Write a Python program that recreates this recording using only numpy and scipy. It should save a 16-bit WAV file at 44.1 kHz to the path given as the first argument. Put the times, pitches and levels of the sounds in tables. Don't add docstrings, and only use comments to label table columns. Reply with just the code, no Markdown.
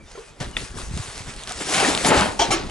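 import sys
import numpy as np
from scipy import signal
from scipy.fft import rfft, irfft, next_fast_len
from scipy.io import wavfile
from scipy.ndimage import uniform_filter1d, map_coordinates

SR = 44100
rng = np.random.default_rng(int(sys.argv[2]) if len(sys.argv) > 2 else 0)


def boost_factor(decibels):
    exponent = np.asarray(decibels, float) / 20
    return 10 ** exponent


def unload_wav(signal):
    wavfile.write(
        sys.argv[1],
        SR,
        np.round(np.clip(np.atleast_2d(signal).T, -1, 1) * 32767).astype(np.int16),
    )


N = 119070
T = np.arange(N) / SR
HALVES = np.array([[.5], [-.5]])
APART_DB = -15.5


def unit(x):
    return x / np.sqrt(np.mean(x ** 2) + 1e-20)


def along(points, hz):
    point_hz, values = np.transpose(points)
    return np.interp(np.log(hz + 1), np.log(point_hz + 1), values)


def curves(rows):
    seconds, *columns = np.transpose(rows)
    return [np.interp(T, seconds, column) for column in columns]


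def wobble(rate):
    knots = rng.standard_normal(int(N * rate / SR) + 4)
    return map_coordinates(knots, [T * rate])


def filtered(x, response):
    m = next_fast_len(N + SR // 2)
    return irfft(rfft(x, m) * response(np.fft.rfftfreq(m, 1 / SR)), m)[..., :N]


def coloured(x, points):
    below = (points[0][0] / 2, points[0][1] - 30)
    above = (points[-1][0] * 2, points[-1][1] - 30)
    closed = [below] + list(points) + [above]
    return unit(filtered(x, lambda hz: boost_factor(along(closed, hz))))


def grit(spread_db, rate, patchy_db):
    size = boost_factor(spread_db * 2 * np.tanh(np.abs(wobble(rate)) / 2))
    z = signal.stft(size * rng.standard_normal((2, N)), nperseg=256)[2]
    field = uniform_filter1d(rng.standard_normal(z.shape[1:]), size=5, axis=0)
    field = uniform_filter1d(field, size=16, axis=1)
    trains = signal.istft(z * boost_factor(patchy_db * unit(field)), nperseg=256)[1][:, :N]
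    return trains * boost_factor([[0], [APART_DB]])


def burst(s, db, hold, t60):
    t = T - s
    attack = np.clip(t / .003, 0, 1)
    return attack * boost_factor(db - 60 * np.clip(t - hold, 0, 9) / t60)


def ring(s, db, hz, t60, attack=0.002):
    out, first = np.zeros(N), int(s * SR) + 1
    t = T[first:first + int(2 * t60 * SR)] - s
    envelope = boost_factor(db - 60 * t / t60) * (1 - np.exp(-t / attack))
    out[first:first + len(t)] = envelope * np.sin(2 * np.pi * hz * t)
    return out


# frequency in Hz, level in dB.
AIR = [(30, 9.5), (100, -10), (500, -10), (2500, -18), (10000, -45)]


def outside_air():
    air, side = boost_factor(-52.5) * coloured(grit(spread_db=6.5, rate=10, patchy_db=5), AIR)
    return np.array([air + side, air - side])


# frequency in Hz, t60 in seconds.
SHED_DECAY = [(200, 1), (2000, 0.27), (10000, 0.056)]


def shed(x):
    out, step = np.zeros((2, N + SR)), SR // 4
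    for i in range(0, N, step):
        hz, t, z = signal.stft(rng.standard_normal((2, step)), SR, nperseg=256)
        decay = boost_factor(-60 * t / along(SHED_DECAY, hz)[:, None])
        tail = signal.istft(z * decay, SR, nperseg=256)[1]
        wet = signal.fftconvolve(x[None, i:i + step], tail / np.linalg.norm(tail[0]), axes=1)
        start = i + 200
        out[:, start:start + wet.shape[1]] += wet
    return out[:, :N]


# time in seconds, level in dB.
RUB = [(0, -46), (.38, -52), (.44, -34), (.58, -41.5), (.7, -37), (.78, -35), (.95, -38), (1.1, -39.5),
       (1.3, -43), (1.7, -44.5), (1.85, -40), (2.2, -39), (2.38, -41.5), (2.47, -28.5), (2.7, -37)]
# frequency in Hz, level in dB.
BODY = [(25, -0.5), (90, -7.5), (180, -11.5), (380, -18.5)]
# time in seconds, peak level in dB, pitch in Hz.
THUMPS = [(0.406, -20.5, 159), (0.412, -16, 127), (0.612, -24, 165), (0.766, -26, 64), (0.832, -28, 44.3),
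          (0.874, -27.5, 50), (.914, -19, 125), (0.94, -18, 101), (0.952, -18.5, 76.5), (0.971, -14, 164),
          (0.996, -19, 120), (1.003, -21, 89), (1.085, -26.5, 98.5), (1.207, -24.5, 102)]


def camera_body():
    rub_db, = curves(RUB)
    rub_level = boost_factor(rub_db - 4.0 + 4.3 * wobble(30.56))
    out = rub_level * coloured(grit(spread_db=6.5, rate=27, patchy_db=0.0), BODY)
    out[0] += sum(ring(s - .003, db + 8.0, hz, 3.84 / hz, 0.0047) for s, db, hz in THUMPS)
    pair = out[0] + out[1] * np.array([[1], [-1]])
    lead = 0.6
    return filtered(pair, lambda hz: np.exp(1j * lead * (hz > 40) * HALVES))


# frequency in Hz, level in dB, t60 in seconds.
CATCH = [(1345, -2, 0.02), (1940, 4, 0.018), (2470, 3, 0.013), (2630, 4, 0.011), (3510, 10.5, 0.012),
         (3330, -24, 0.15), (3150, -4, 0.017)]


def catch():
    start_s, level_db, attack_s = .5669, -15, .0007
    low_hz, high_hz = 1200, 4000
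    click = sum(ring(start_s, level_db + db, hz, t60, attack_s) for hz, db, t60 in CATCH)
    return filtered(click, lambda hz: 1 / (1 + (low_hz / (hz + 1)) ** 8 + (hz / high_hz) ** 12))


# start in seconds, length in seconds, pitch in Hz, glide in Hz, level in dB.
SQUEAKS = [
    (0, .06, 2320, 0, -52),
    (.056, .065, 3630, -30, -53),
    (.12, .065, 6500, -100, -52),
    (.152, .045, 3200, 0, -50),
    (.185, .04, 455, 0, -36),
    (.215, .04, 2400, 100, -52),
    (.262, .075, 2450, 200, -51),
    (.531, .034, 2960, -280, -41),
]


def hinge():
    out = np.zeros(N)
    for s, length, hz, glide, db in SQUEAKS:
        u = np.clip((T - s) / length, 0, 1)
        pitch = hz + glide * u ** 2 + .014 * hz * wobble(300)
        swell = np.sqrt(np.clip(5 * u, 0, 1) * (1 - u))
        out += boost_factor(db + 3 * wobble(120)) * swell * np.sin(2 * np.pi * np.cumsum(pitch) / SR)
    return out


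# start in seconds, rms level in dB, hold in seconds, t60 in seconds.
RATTLES = [
    (0.148, -50, 0.033, 0.26),
    (0.4, -34.5, 0.023, 0.31),
    (0.565, -33, 0.0083, 0.074),
    (0.973, -36.5, 0.0079, 0.12),
    (1.473, -37.5, 0.042, 0.046),
    (1.601, -33.5, 0.022, 0.05),
    (2.044, -23, 0.016, 0.13),
    (2.102, -27, 0.0066, 0.03),
    (2.676, -53, 0.005, .05),
    (2.694, -39.5, .02, 0.13),
]
# frequency in Hz, level in dB.
RATTLE = [(200, 5.5), (1450, 0.5), (6500, -8), (11000, -13)]


def rattles():
    return sum(burst(*row) for row in RATTLES) * coloured(grit(spread_db=3.5, rate=500, patchy_db=2.0), RATTLE)


# start in seconds, rms level in dB, hold in seconds, t60 in seconds.
SLAMS = [
    (2.391, -24, 0.031, 0.44),
    (2.504, -26.5, 0.034, 0.49),
]
# frequency in Hz, width in Hz, level in dB.
LID_MODES = [
    [(430, 30, -8), (711, 26, -2), (820, 40, -5), (921, 24, 0), (1500, 50, -16), (1700, 10, -9),
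     (2300, 40, -12), (2794, 16, -11), (3095, 35, -7), (3360, 35, -7), (4050, 25, -11), (4460, 50, -9),
     (5670, 35, -11), (6020, 30, -11)],
    [(328, 14, -4), (775, 26, 0), (867, 12, -4), (960, 25, -7), (1160, 25, -8), (1310, 14, -5),
     (1705, 12, -8), (2148, 14, -4), (2310, 25, -7), (2740, 16, -7), (3085, 22, -5), (4060, 35, -7),
     (5555, 25, -8), (6575, 40, -8)],
]
# frequency in Hz, level in dB.
LID_NOISE = [(300, -2.5), (1500, -12.5), (6800, -13.5), (11000, -30.5)]


def lid():
    ring_db, chatter_t60_s = 4, 0.088
    treble_dies = 0.39
    out = np.zeros((2, N))
    for (s, db, hold, t60), modes in zip(SLAMS, LID_MODES):
        chatter = grit(spread_db=4, rate=500, patchy_db=1)

        def panel(hz):
            return sum((-1) ** k * boost_factor(mode_db) * 1j * hz * width / (centre ** 2 - hz ** 2 + 1j * hz * width)
                       for k, (centre, width, mode_db) in enumerate(modes))

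        rattle = coloured(chatter, LID_NOISE)
        dull = filtered(rattle, lambda hz: 1 / (1 + (hz / 4800) ** 4))
        out += burst(s, db, hold, t60) * dull
        out += burst(s, db, hold, treble_dies * t60) * (rattle - dull)
        ringing = filtered(burst(s, db, hold, chatter_t60_s) * chatter, panel)
        out += boost_factor(ring_db) * ringing / np.std(filtered(chatter, panel))
    return out


# time in seconds, force in dB, share of heavy lumps from 0 to 1.
TUMBLE = [
    (1.58, -49.5, 0.85),
    (1.76, -27.5, 0.22),
    (1.82, -22, 0.38),
    (1.9, -24.5, 0.53),
    (2.02, -35, 0.84),
    (2.06, -25, 0.58),
    (2.14, -19, 0.46),
    (2.22, -21, 0.36),
    (2.36, -43, 0.7),
]
# frequency in Hz, level in dB.
LIGHT = [(250, -21.5), (750, 0.5), (1400, -3.5), (3000, -8.5), (5000, -18)]
# frequency in Hz, level in dB.
HEAVY = [(100, -2), (220, 3), (320, 2.5), (500, -1), (900, -6)]
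# time in seconds, level in
# dB, pitch in Hz.
LUMPS = [(0.151, -31.5, 470), (0.176, -29.5, 397), (0.154, -34, 1360), (0.175, -33, 1033), (.414, -29, 605),
         (.425, -29, 394), (.618, -33.5, 480), (.763, -31, 415), (.771, -31, 1610), (.785, -29, 1143),
         (.797, -33, 365), (1.345, -35.5, 820), (1.508, -22.5, 718), (1.509, -27.5, 1230),
         (1.62, -29.5, 885), (1.701, -22, 311), (1.76, -18, 770), (1.8, -11, 788), (1.826, -12.5, 396),
         (1.847, -8.5, 1850), (1.883, -12.5, 298), (2.047, -13, 727), (2.106, -8.5, 858),
         (2.118, -7.5, 1340), (2.148, -12.5, 263), (2.17, -17.5, 65.5), (2.218, -15.5, 192),
         (2.01, -21.5, 533), (2.07, -12, 907), (2.2, -27, 955), (2.255, -17, 633), (2.393, -16.5, 835),
         (2.42, -13, 683), (2.505, -11.5, 797), (2.52, -17, 1350), (2.54, -15.5, 335.4), (2.69, -28, 846)]


def load():
    force_db, heavy = curves(TUMBLE)
    outside = np.clip(TUMBLE[0][0] - T, 0, 9) + np.clip(T - TUMBLE[-1][0], 0, 9)
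    heavy = np.clip(heavy, 0, 1)
    light_part = np.sqrt(1 - heavy) * coloured(grit(spread_db=2.0, rate=280, patchy_db=0.5), LIGHT)
    heavy_part = np.sqrt(heavy) * coloured(grit(spread_db=3, rate=180, patchy_db=3.0), HEAVY)
    out = boost_factor(force_db - 220 * outside) * (light_part + heavy_part)
    for s, db, hz in LUMPS:
        t60 = .045 * np.sqrt(1000 / hz)
        out[0] += ring(s, db, hz, t60, 0.0011)
        out[0] += ring(s, db - 6.5, 1.43 * hz, 0.64 * t60)
    return out


# time in seconds, peak level in dB, centre in Hz.
SNAPS = [(0.118, -34.5, 6500), (0.404, -31, 3130), (0.411, -26, 5770), (.481, -35, 3200), (.513, -34, 7000),
         (0.975, -21.5, 7300), (1.179, -24, 7550), (1.339, -30.5, 4470), (1.364, -30, 8350),
         (1.4361, -24.5, 7000), (1.474, -22, 4430), (1.494, -20, 6200), (1.522, -19, 7000),
         (1.5455, -36, 5000), (1.577, -36, 7040), (1.745, -11, 2800), (1.802, -7, 2400), (1.95, -10, 3300),
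         (1.976, -9, 3400), (2.0483, -8, 2870), (2.105, -12.5, 3000), (2.169, -26, 7500),
         (2.192, -12.5, 3160), (2.21, -8, 3380), (2.669, -35, 4880)]


def snaps():
    out = np.zeros(N)
    for s, db, hz in SNAPS:
        out += ring(s, db + 13, hz, .001, .00005)
        out += ring(s + .0002, db + 8, .5 * hz, .0015, .00005)
    roughened = out * (1 + .35 * rng.standard_normal(N))
    return filtered(roughened, lambda hz: hz ** 2 / (hz ** 2 + 1500 ** 2))


# start in seconds, rms level in dB,
# hold in seconds, t60 in seconds.
SLIDES = [
    (1.597, -36.5, 0.035, 0.056),
    (2.061, -25, 0.03, 0.056),
    (2.172, -35, 0.028, .05),
    (2.511, -32, 0.022, .08),
]
# frequency in Hz, level in dB.
SLIDE = [(4500, -4), (7300, 7), (11000, -4)]


def slides():
    return sum(burst(*row) for row in SLIDES) * coloured(grit(spread_db=-1, rate=520, patchy_db=5.5), SLIDE)


# time in seconds, level in dB.
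CRUMPLE = [(0, -62.5), (.13, -50.5), (.27, -50), (.38, -59), (.56, -47.5), (.6, -36), (.75, -43.5),
           (.78, -36.5), (.92, -42), (1.05, -36), (1.42, -43), (1.58, -35), (1.65, -32), (1.74, -20.5),
           (1.82, -25), (2.01, -27), (2.21, -26), (2.3, -38)]
# frequency in Hz, level in dB.
FILM = [(400, -3.5), (1400, -4.5), (3000, -8), (7600, -9.5), (11000, -15.5)]


def bag():
    settling_db = 22 * np.clip(T - CRUMPLE[-1][0], 0, 9)
    level_db = curves(CRUMPLE)[0] - settling_db
    film = coloured(grit(spread_db=4.5, rate=1200, patchy_db=1.83), FILM)
    film = boost_factor(level_db - 2.0 + 1.77 * wobble(24.53)) * film
    dull = filtered(film, lambda hz: 1 / (1 + (hz / 2000) ** 4))
    brightens = 0.25
    film += dull * (boost_factor(-brightens * (level_db + 42)) - 1)
    film[0] += snaps()
    return film + slides()


# time in seconds, left-right level difference in dB.
SWING = [
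    (0, -1),
    (.6, 3),
    (.95, 2),
    (1.3, -1),
    (1.8, 2),
    (2.15, 2.5),
    (2.7, 0.5),
]
# frequency in Hz, lead in radians.
LEAD = [(100, 0.14), (860, 0.83), (3200, 0.9), (9000, 0.66)]


def scene():
    mid, apart = bag() + load() + lid() + rattles()
    mid = mid + hinge() + catch()
    apart = filtered(apart, lambda hz: np.sqrt(1 + hz / 3000))
    pan_db = curves(SWING)[0] * HALVES
    near = np.array([mid + apart, mid - apart])
    near = filtered(near, lambda hz: np.exp(1j * along(LEAD, hz) * HALVES))
    wet = boost_factor(-12.5) * shed(filtered(mid, lambda hz: hz / (hz + 300)))
    return near * boost_factor(pan_db) + wet + camera_body() + outside_air()


def band_limit(x):
    return signal.sosfilt(signal.butter(12, 12340, fs=SR, output="sos"), x)


def record(dry):
    ceiling, top_hz = .8, 11013
    x = dry / (1 + np.abs(dry / ceiling) ** 4) ** (1 / 4)
    x = filtered(x, lambda hz: np.where(hz < top_hz, 1, boost_factor(-50 - (hz - top_hz) / 140)))
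    return band_limit(x)


dry = scene()
out = record(dry)
unload_wav(out)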